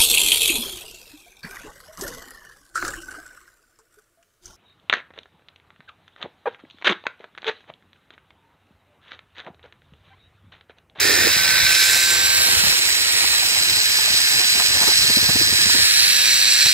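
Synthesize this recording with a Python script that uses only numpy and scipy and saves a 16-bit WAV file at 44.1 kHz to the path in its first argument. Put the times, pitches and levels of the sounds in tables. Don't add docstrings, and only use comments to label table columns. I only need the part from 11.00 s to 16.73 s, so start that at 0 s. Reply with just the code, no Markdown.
import sys
import numpy as np
from scipy import signal
from scipy.fft import rfft, irfft, next_fast_len
from scipy.io import wavfile
from scipy.ndimage import uniform_filter1d, map_coordinates

SR = 44100
rng = np.random.default_rng(int(sys.argv[2]) if len(sys.argv) > 2 else 0)


def attenuation_scalar(level_db):
    decades = np.asarray(level_db, float) / 20
    return 10 ** decades


def dump_mix(stems):
    frames = np.atleast_2d(stems).T
    limited = np.clip(frames, -1, 1)
    pcm = np.round(limited * 32767).astype(np.int16)
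    wavfile.write(sys.argv[1], SR, pcm)


N = 252693

# time_s, left_ear_late_us, wheel_load_db
TROLLEY = [(0, -44, 0.5), (.3, -57, 0.2), (.6, -66, 0.5), (.8, -25, 1.5), (1.2, 41, -0.5), (1.6, 98, 1.3),
           (1.95, 127, -0.5), (2.2, 101, 0), (2.7, 147, 0.1), (3.2, 140, 1), (3.7, 137, 0.9), (4, 147, 2.2),
           (4.25, 148, 0.6), (4.6, 132, 1.8), (4.8, 107, 1.8), (5.2, 55, 0), (5.45, 50, -0.35),
           (5.73, 42, 0.2)]
# time_s, turns_per_s (two twists of the cable pass per turn)
WHEEL = [(0, 44.41), (0.5, 45.06), (1, 45.72), (1.5, 46.38), (2, 47.02), (2.5, 47.62), (3, 48.15),
         (3.5, 48.6), (4, 48.97), (4.5, 49.25), (5, 49.47), (5.73, 49.78)]
# group, pitch_hz, width_hz, level_db, gain_when_turned_db, gain_at_full_speed_db
PLATES = [(0.0, 1730.0, 420.0, -18.9, 1.6, 15.7), (0.0, 1550.0, 370.0, 9.2, -6.6, -13.3),
          (0.0, 2520.0, 720.0, 7.2, -4.6, -8.8), (0.0, 2910.0, 520.0, 3.9, -1.7, -6.6),
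          (0.0, 3260.0, 380.0, -23.4, 5.3, 11.0), (1.0, 4000.0, 420.0, 1.9, -2.1, 7.7),
          (1.0, 5200.0, 760.0, -16.8, 9.3, 8.5), (1.0, 4840.0, 920.0, 1.9, -2.0, -20.0),
          (1.0, 5870.0, 730.0, -6.0, -4.1, 7.8), (2.0, 7280.0, 790.0, -2.3, -0.9, -0.5),
          (2.0, 7940.0, 650.0, -2.7, 0.9, 1.5), (3.0, 9550.0, 1370.0, -5.1, -0.4, 7.0),
          (3.0, 10280.0, 450.0, -0.2, -0.9, 3.4), (3.0, 11510.0, 960.0, -0.1, -0.3, -2.9),
          (3.0, 12330.0, 930.0, -5.1, 0.9, -0.6), (3.0, 14780.0, 1310.0, -4.4, -1.3, -7.0)]
# level_db, gain_when_turned_db, loss_with_turn_squared_db, gain_at_full_speed_db
GROUPS = [
    (-22, -2.5, 1.06, 1.5),
    (-20.5, -0.73, 0.84, 4),
    (-22.5, 2.5, 6.5, -1.47),
    (-27, 1.55, 5.5, -0.1),
]
FACES = (-1, 1, -1, -1)
# multiple_of_twist_rate, level_db
WIRES = [(13, -53), (14, -52), (15, -53), (16, -47), (19, -46), (20, -46), (23, -50), (24, -47), (26, -45),
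         (28, -46), (29, -49)]
# multiple_of_twist_rate, start_s, length_s, level_db
SPELLS = [
    (27, 0, .5, -43),
    (17, .4, 1.13, -28.5),
    (20, 1.9, .4, -35),
    (18, 2.8, 1.05, -35),
    (27, 3.3, .8, -37),
    (17, 4.2, 1.45, -33.5),
    (18, 4.4, .5, -34),
]
SPELL_FADE_S, FAINT_DB = .12, -48
# time_s, peak_db
TICKS = [
    (1.889, -17),
    (3.2026, -19),
]
# pitch_hz, share_alike_in_both_ears, left_minus_right_db, left_lead_rad
PORTS = [(1310, 0.69, -2.5, -1.87), (1930, 0.7, -3.5, -0.71), (2920, 0.93, -3, -0.69),
         (3060, 0.84, -4, 0.15), (4250, 0.87, 0, 0.24), (5280, 0.64, -3, -0.85), (5780, 0.84, -2, 0.83),
         (6500, 0.87, 0, -0.57), (7840, 0.85, -4.5, 0.72), (9000, 0.85, -4.5, 0.18),
         (10900, 0.8, -4, -0.91), (11700, 0.72, -3.5, -0.51), (13700, 0.47, -8, -0.31),
         (15500, 0.35, -1, 0)]

# pitch_hz, level_db
WHISTLE_S, WHISTLE_DB = (.05, .28), -25
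WHISTLE = [(1600, -40), (1750, -6), (1820, 0), (1890, -6), (2050, -40)]
# time_s, level_db
HOWL = [(.02, -31), (.053, -22.5), (.098, -18), (.118, -21), (.145, -31), (.163, -28), (.189, -25),
        (.217, -19), (.25, -18), (0.272, -17), (.298, -23)]
HOWL_BEAT_S, HOWL_HZ, HOWL_BED_DB = 0.0064, 386, -28

# time_s, level_db
WIND = [(0, -36), (.1, -28.5), (.29, -26), (.35, -33), (.5, -28), (.8, -35), (1.1, -34), (1.3, -31),
        (1.5, -30), (1.7, -28), (1.85, -39.5), (2.7, -34.5), (3.3, -41), (3.5, -45), (3.9, -32.5),
        (4.3, -30), (4.8, -32.5), (5.73, -44)]
# pitch_hz, level_db
RUMBLE = [(15, -42), (40, -11.5), (95, -1), (170, -10.5), (350, -27.5), (700, -23)]
# pitch_hz, level_db
RUSH_LEFT = [(100, -7.5), (250, -1), (600, -6), (900, -6), (1200, 3.5), (1800, -16)]
RUSH_RIGHT = [(30, -53), (130, -18.5), (230, -26), (310, 2.5), (600, 0.5), (900, 2), (1400, 1.5),
              (2500, -57)]
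LEFT_RUSH_DB, LEFT_FOLLOWS, LEFT_TURNED_DB = -39.5, 0.17, 2.5
RIGHT_RUSH_DB, RIGHT_FOLLOWS, RIGHT_SHELTER_DB = -30.5, 0.24, -7

# centre_s, thump_db, thump_pitch_hz, flutter_above_thump_db
PUFFS = [(0.368, -33, 180, -5), (0.49, -38, 260, 0), (0.965, -39, 240, 12), (1.488, -35, 280, 6),
         (1.535, -34, 210, 1), (1.64, -31, 190, 3), (1.67, -35.5, 180, 9), (2.245, -37, 332, 13),
         (2.991, -42, 180, 15), (3.404, -36, 330, 5), (3.557, -33, 233, -5), (3.603, -35, 210, 12),
         (3.77, -37, 250, 9), (3.816, -29.5, 220, 3), (3.835, -35, 310, 5), (3.878, -19.5, 270, -8),
         (3.916, -28, 250, 2), (4.047, -26.5, 129, -14), (4.102, -23.5, 241, -11), (4.173, -18.5, 240, -25),
         (4.23, -27.5, 210, -14), (4.294, -20, 163, -8), (4.36, -20, 248, -12), (4.415, -23, 320, -20),
         (4.482, -29, 270, -17), (4.529, -25.5, 240, -13), (4.663, -26, 197, -24), (4.7, -32, 270, 5),
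         (4.753, -22, 240, -13), (5.663, -27, 129, -6)]
# pitch_hz, level_db
THUMP = [(25, -47), (80, 3), (150, -17.5), (330, -1), (550, -4.5), (900, -19.5)]
FLUTTER = [(300, -23), (550, -4), (800, 6), (1150, -1), (1600, -2), (3000, -40)]
# time_s, left_minus_right_db
PUFF_LEAN = [
    (3.75, 14),
    (3.85, 2.5),
    (5, 3),
    (5.5, 8),
]
PUFF_CYCLES, FLUTTER_S, PUFF_NOISE, WAKE_S = .9, .007, .65, .013
SQUALL_S, SQUALL_PER_S, SMALL_DB, SMALL_HZ = (3.1, 4.85), 34, -42, 190
# start_s, end_s, level_db
FLURRIES = [
    (3.55, 3.63, -35.5),
    (3.8, 3.93, -35),
    (2.3, 2.6, -39.5),
    (3.05, 3.5, -41.5),
]
# pitch_hz, level_db
BAND = [(15720, 0), (15800, -120)]


def unit(x):
    return x / np.sqrt(np.mean(np.abs(x) ** 2) + 1e-20)


def along(points, hz):
    f, v = np.transpose(points)
    return np.interp(np.log(hz + 1), np.log(f + 1), v)


def curves(rows, t=None):
    s, *cols = np.transpose(rows)
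    if t is None:
        t = np.arange(N) / SR
    return [np.interp(t, s, c) for c in cols]


def wobble(rate):
    knots = rng.standard_normal(int(N * rate / SR) + 4)
    return map_coordinates(knots, [np.arange(N) * rate / SR])


def span(start, end, fade):
    t = np.arange(N) / SR
    return np.clip(np.minimum(t - start, end - t) / fade + 1, 0, 1) ** 2


def coloured(x, spectrum):
    m = next_fast_len(N + 8192)
    gain = attenuation_scalar(along(spectrum, np.fft.rfftfreq(m, 1 / SR)))
    return irfft(rfft(x, m) * gain, m)[..., :N]


def noise(spectrum):
    return unit(coloured(rng.standard_normal(N), spectrum))


def resonance(f, hz, width):
    return 1j * f * width / (hz * hz - f * f + 1j * f * width)


def motion(t=None):
    away = curves(TROLLEY, t)[0] / 150
    speed = (curves(WHEEL, t)[0] - 44.4) / 5.3
    return away, speed


def contact(turns):
    bumps = rng.standard_normal((3, N))
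    load_db = .7 * np.cos(4 * np.pi * turns + 1.5 * wobble(6))
    load_db = load_db + .15 * wobble(12) + .2 * wobble(40) + 1.1 * wobble(300)
    front = bumps * attenuation_scalar(load_db)
    delay_s = .392 / curves(WHEEL)[0] * (1 + .0025 * wobble(5))
    behind = np.arange(N) - delay_s * SR
    rear = np.array([map_coordinates(row, [behind], order=3, mode="wrap") for row in front])
    return front + .3 * rear


def singing(turns):
    faint = [(k, FAINT_DB) for k in (17, 18, 27)]
    levels = {round(k): attenuation_scalar(db + 2.4 * wobble(2.09)) for k, db in [*WIRES, *faint]}
    for k, start, length, db in SPELLS:
        swell = span(start, start + length, SPELL_FADE_S) * attenuation_scalar(db + 0.55 * wobble(3.9))
        levels[round(k)] = levels[round(k)] + swell
    out = np.zeros(N)
    for k, gain in levels.items():
        phase = 4 * np.pi * k * turns + 0.49 * wobble(9) + 9 * rng.random()
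        out += np.sqrt(2) * gain * np.sin(phase)
    return out


def wire_ends():
    ticks = np.zeros(N)
    t = np.arange(300) / SR
    for s, db in TICKS:
        ticks[round(s * SR):][:300] = attenuation_scalar(db + 27.5 - 60 * t / 0.0061) * rng.standard_normal(300)
    return ticks


def plates(f, t):
    load_db = curves(TROLLEY, t)[1]
    away, speed = motion(t)
    whole, blurred = 0, 0
    for group, (db, turn_db, bend_db, speed_db) in enumerate(GROUPS):
        group_db = load_db + db + turn_db * away - bend_db * away ** 2 + speed_db * speed
        modes = []
        for k, (g, hz, width, level, mode_turn_db, mode_speed_db) in enumerate(PLATES):
            if g == group:
                gain = attenuation_scalar(level + mode_turn_db * away + mode_speed_db * speed)
                modes.append((-1) ** k * gain * resonance(f, hz, width))
        modes = np.array(modes)
        modes = modes * attenuation_scalar(group_db) / np.sqrt(np.mean(np.abs(modes.sum(0)) ** 2, axis=0))
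        whole = whole + FACES[group] * modes.sum(0)
        blurred = blurred + (np.abs(modes) ** 2).sum(0)
    patches = uniform_filter1d(rng.standard_normal(whole.shape), 22, 0)
    patches = unit(uniform_filter1d(patches, 3, 1))
    tremble = unit(uniform_filter1d(rng.standard_normal(len(t)), size=3))
    uneven_db = patches * (.3 + .9 * f / 12000) + .3 * tremble * np.clip(f / 9000, 0, 1) ** 2
    small = 1 / (1 + (1350 / (f + 1)) ** 6)
    gain = small * attenuation_scalar(uneven_db)
    return whole * gain, np.sqrt(blurred) * gain


def trolley():
    turns = np.cumsum(curves(WHEEL)[0]) / SR
    f, t, z = signal.stft(unit(contact(turns)) + wire_ends(), SR, nperseg=1024)
    f = f[:, None]
    whole, blurred = plates(f, t)
    hz, *columns = np.transpose(PORTS)
    alike, lean_db, lead = [np.interp(f, hz, c) for c in columns]
    alike = np.clip(alike, 0, 1)
    late = curves(TROLLEY, t)[0] * 1e-6
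    shaded = np.clip(-late / 5e-5, 0, 1) * np.exp(-((f - 3700) / 800) ** 2)
    lead = lead - 2 * np.pi * f * late - 0.96 * shaded
    whistle = attenuation_scalar(WHISTLE_DB) * span(*WHISTLE_S, 0.027) * noise(WHISTLE)
    tones = signal.stft(singing(turns) + whistle, nperseg=1024)[2]
    direct = np.sqrt(alike) * whole * z[0] + tones
    ears = []
    for side, stray in zip((.5, -.5), z[1:]):
        scattered = np.sqrt(1 - alike) * blurred * stray
        ears.append(attenuation_scalar(side * lean_db) * (direct * np.exp(1j * side * lead) + scattered))
    return signal.istft(np.array(ears), nperseg=1024)[1][:, :N]


def howl():
    t = np.arange(N) / SR
    beats = sum(attenuation_scalar(db) * np.exp(-((t - s) / HOWL_BEAT_S) ** 2) for s, db in HOWL)
    hum = np.sqrt(2) * np.sin(np.cumsum(2 * np.pi * HOWL_HZ / SR * (1 + .2 * wobble(60))))
    breath = noise([(150, -33), (280, -10), (390, 0), (520, -7.0), (1000, -32.0)])
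    bed = attenuation_scalar(HOWL_BED_DB) * span(0.034, .29, .02) * breath
    return beats * (0.55 * hum + 0.48 * breath) + bed


def lumps(slow_db, fast_db, fast_rate):
    return unit(attenuation_scalar(slow_db * wobble(14) + fast_db * wobble(fast_rate)))


def wind():
    rumble_db, = curves(WIND)
    swing_db = rumble_db - rumble_db.mean()
    away, speed = motion()
    left_db = LEFT_RUSH_DB + LEFT_FOLLOWS * swing_db + LEFT_TURNED_DB * away
    right_db = RIGHT_RUSH_DB + RIGHT_FOLLOWS * swing_db + RIGHT_SHELTER_DB * speed ** 1.46
    rumble = attenuation_scalar(rumble_db) * lumps(1.96, 1.11 * 1.96, 45) * noise(RUMBLE)
    left_rush = attenuation_scalar(left_db) * lumps(1.5, 3, 50) * noise(RUSH_LEFT)
    right_rush = attenuation_scalar(right_db) * lumps(1.0, 1.11, 45) * noise(RUSH_RIGHT)
    return np.array([rumble + left_rush, right_rush + howl()])


def port_pair(spectrum):
    own = np.array([noise(spectrum), noise(spectrum)])
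    pair = unit(0.53 * noise(spectrum) + 1.9 * own)
    return np.pad(pair, ((0, 0), (1000, 1000)))


def small_eddies():
    start, end = SQUALL_S
    luck = rng.random((round((end - start) * SQUALL_PER_S), 4)).T
    return np.transpose([start + (end - start) * luck[0], SMALL_DB + 10 * luck[1] ** 2,
                         SMALL_HZ * 2 ** (2 * luck[2] - 1), -16 + 14 * luck[3]])


def puffs():
    rumble, flutter = port_pair(THUMP), port_pair(FLUTTER)
    out = np.zeros((2, N + 2000))
    t = np.arange(-1000, 1000) / SR
    for s, db, hz, flutter_db in [*PUFFS, *small_eddies()]:
        here = slice(round(s * SR), round(s * SR) + len(t))
        pan_db, = curves(PUFF_LEAN, s)
        phase = rng.random() + .5 * rng.random((2, 1))
        swing = np.sqrt(2) * np.sin(2 * np.pi * (hz * t + phase))
        wake = PUFF_NOISE * rumble[:, here] * np.exp(-((t - WAKE_S / 3) / WAKE_S) ** 2)
        thump = swing * np.exp(-(t * hz / PUFF_CYCLES) ** 2) + wake
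        thump = attenuation_scalar([[pan_db / 2], [-pan_db / 2]]) * thump
        light = attenuation_scalar(flutter_db + 1.5) * flutter[:, here] * np.exp(-(t / FLUTTER_S) ** 2)
        out[:, here] += attenuation_scalar(db - 2.7) * (thump + light)
    flurry = sum(attenuation_scalar(db) * span(start, end, 0.013) for start, end, db in FLURRIES)
    flurry = flurry * attenuation_scalar(4.9 * wobble(60))
    return out[:, 1000:N + 1000] + flurry * flutter[:, :N]


def scene():
    return trolley() + wind() + puffs()


def band_limit(x):
    return signal.sosfilt(signal.butter(12, 16150, fs=SR, output="sos"), x)


def record(dry):
    heard = coloured(dry, BAND)
    return band_limit(heard)


dry = scene()
out = record(dry)
dump_mix(out)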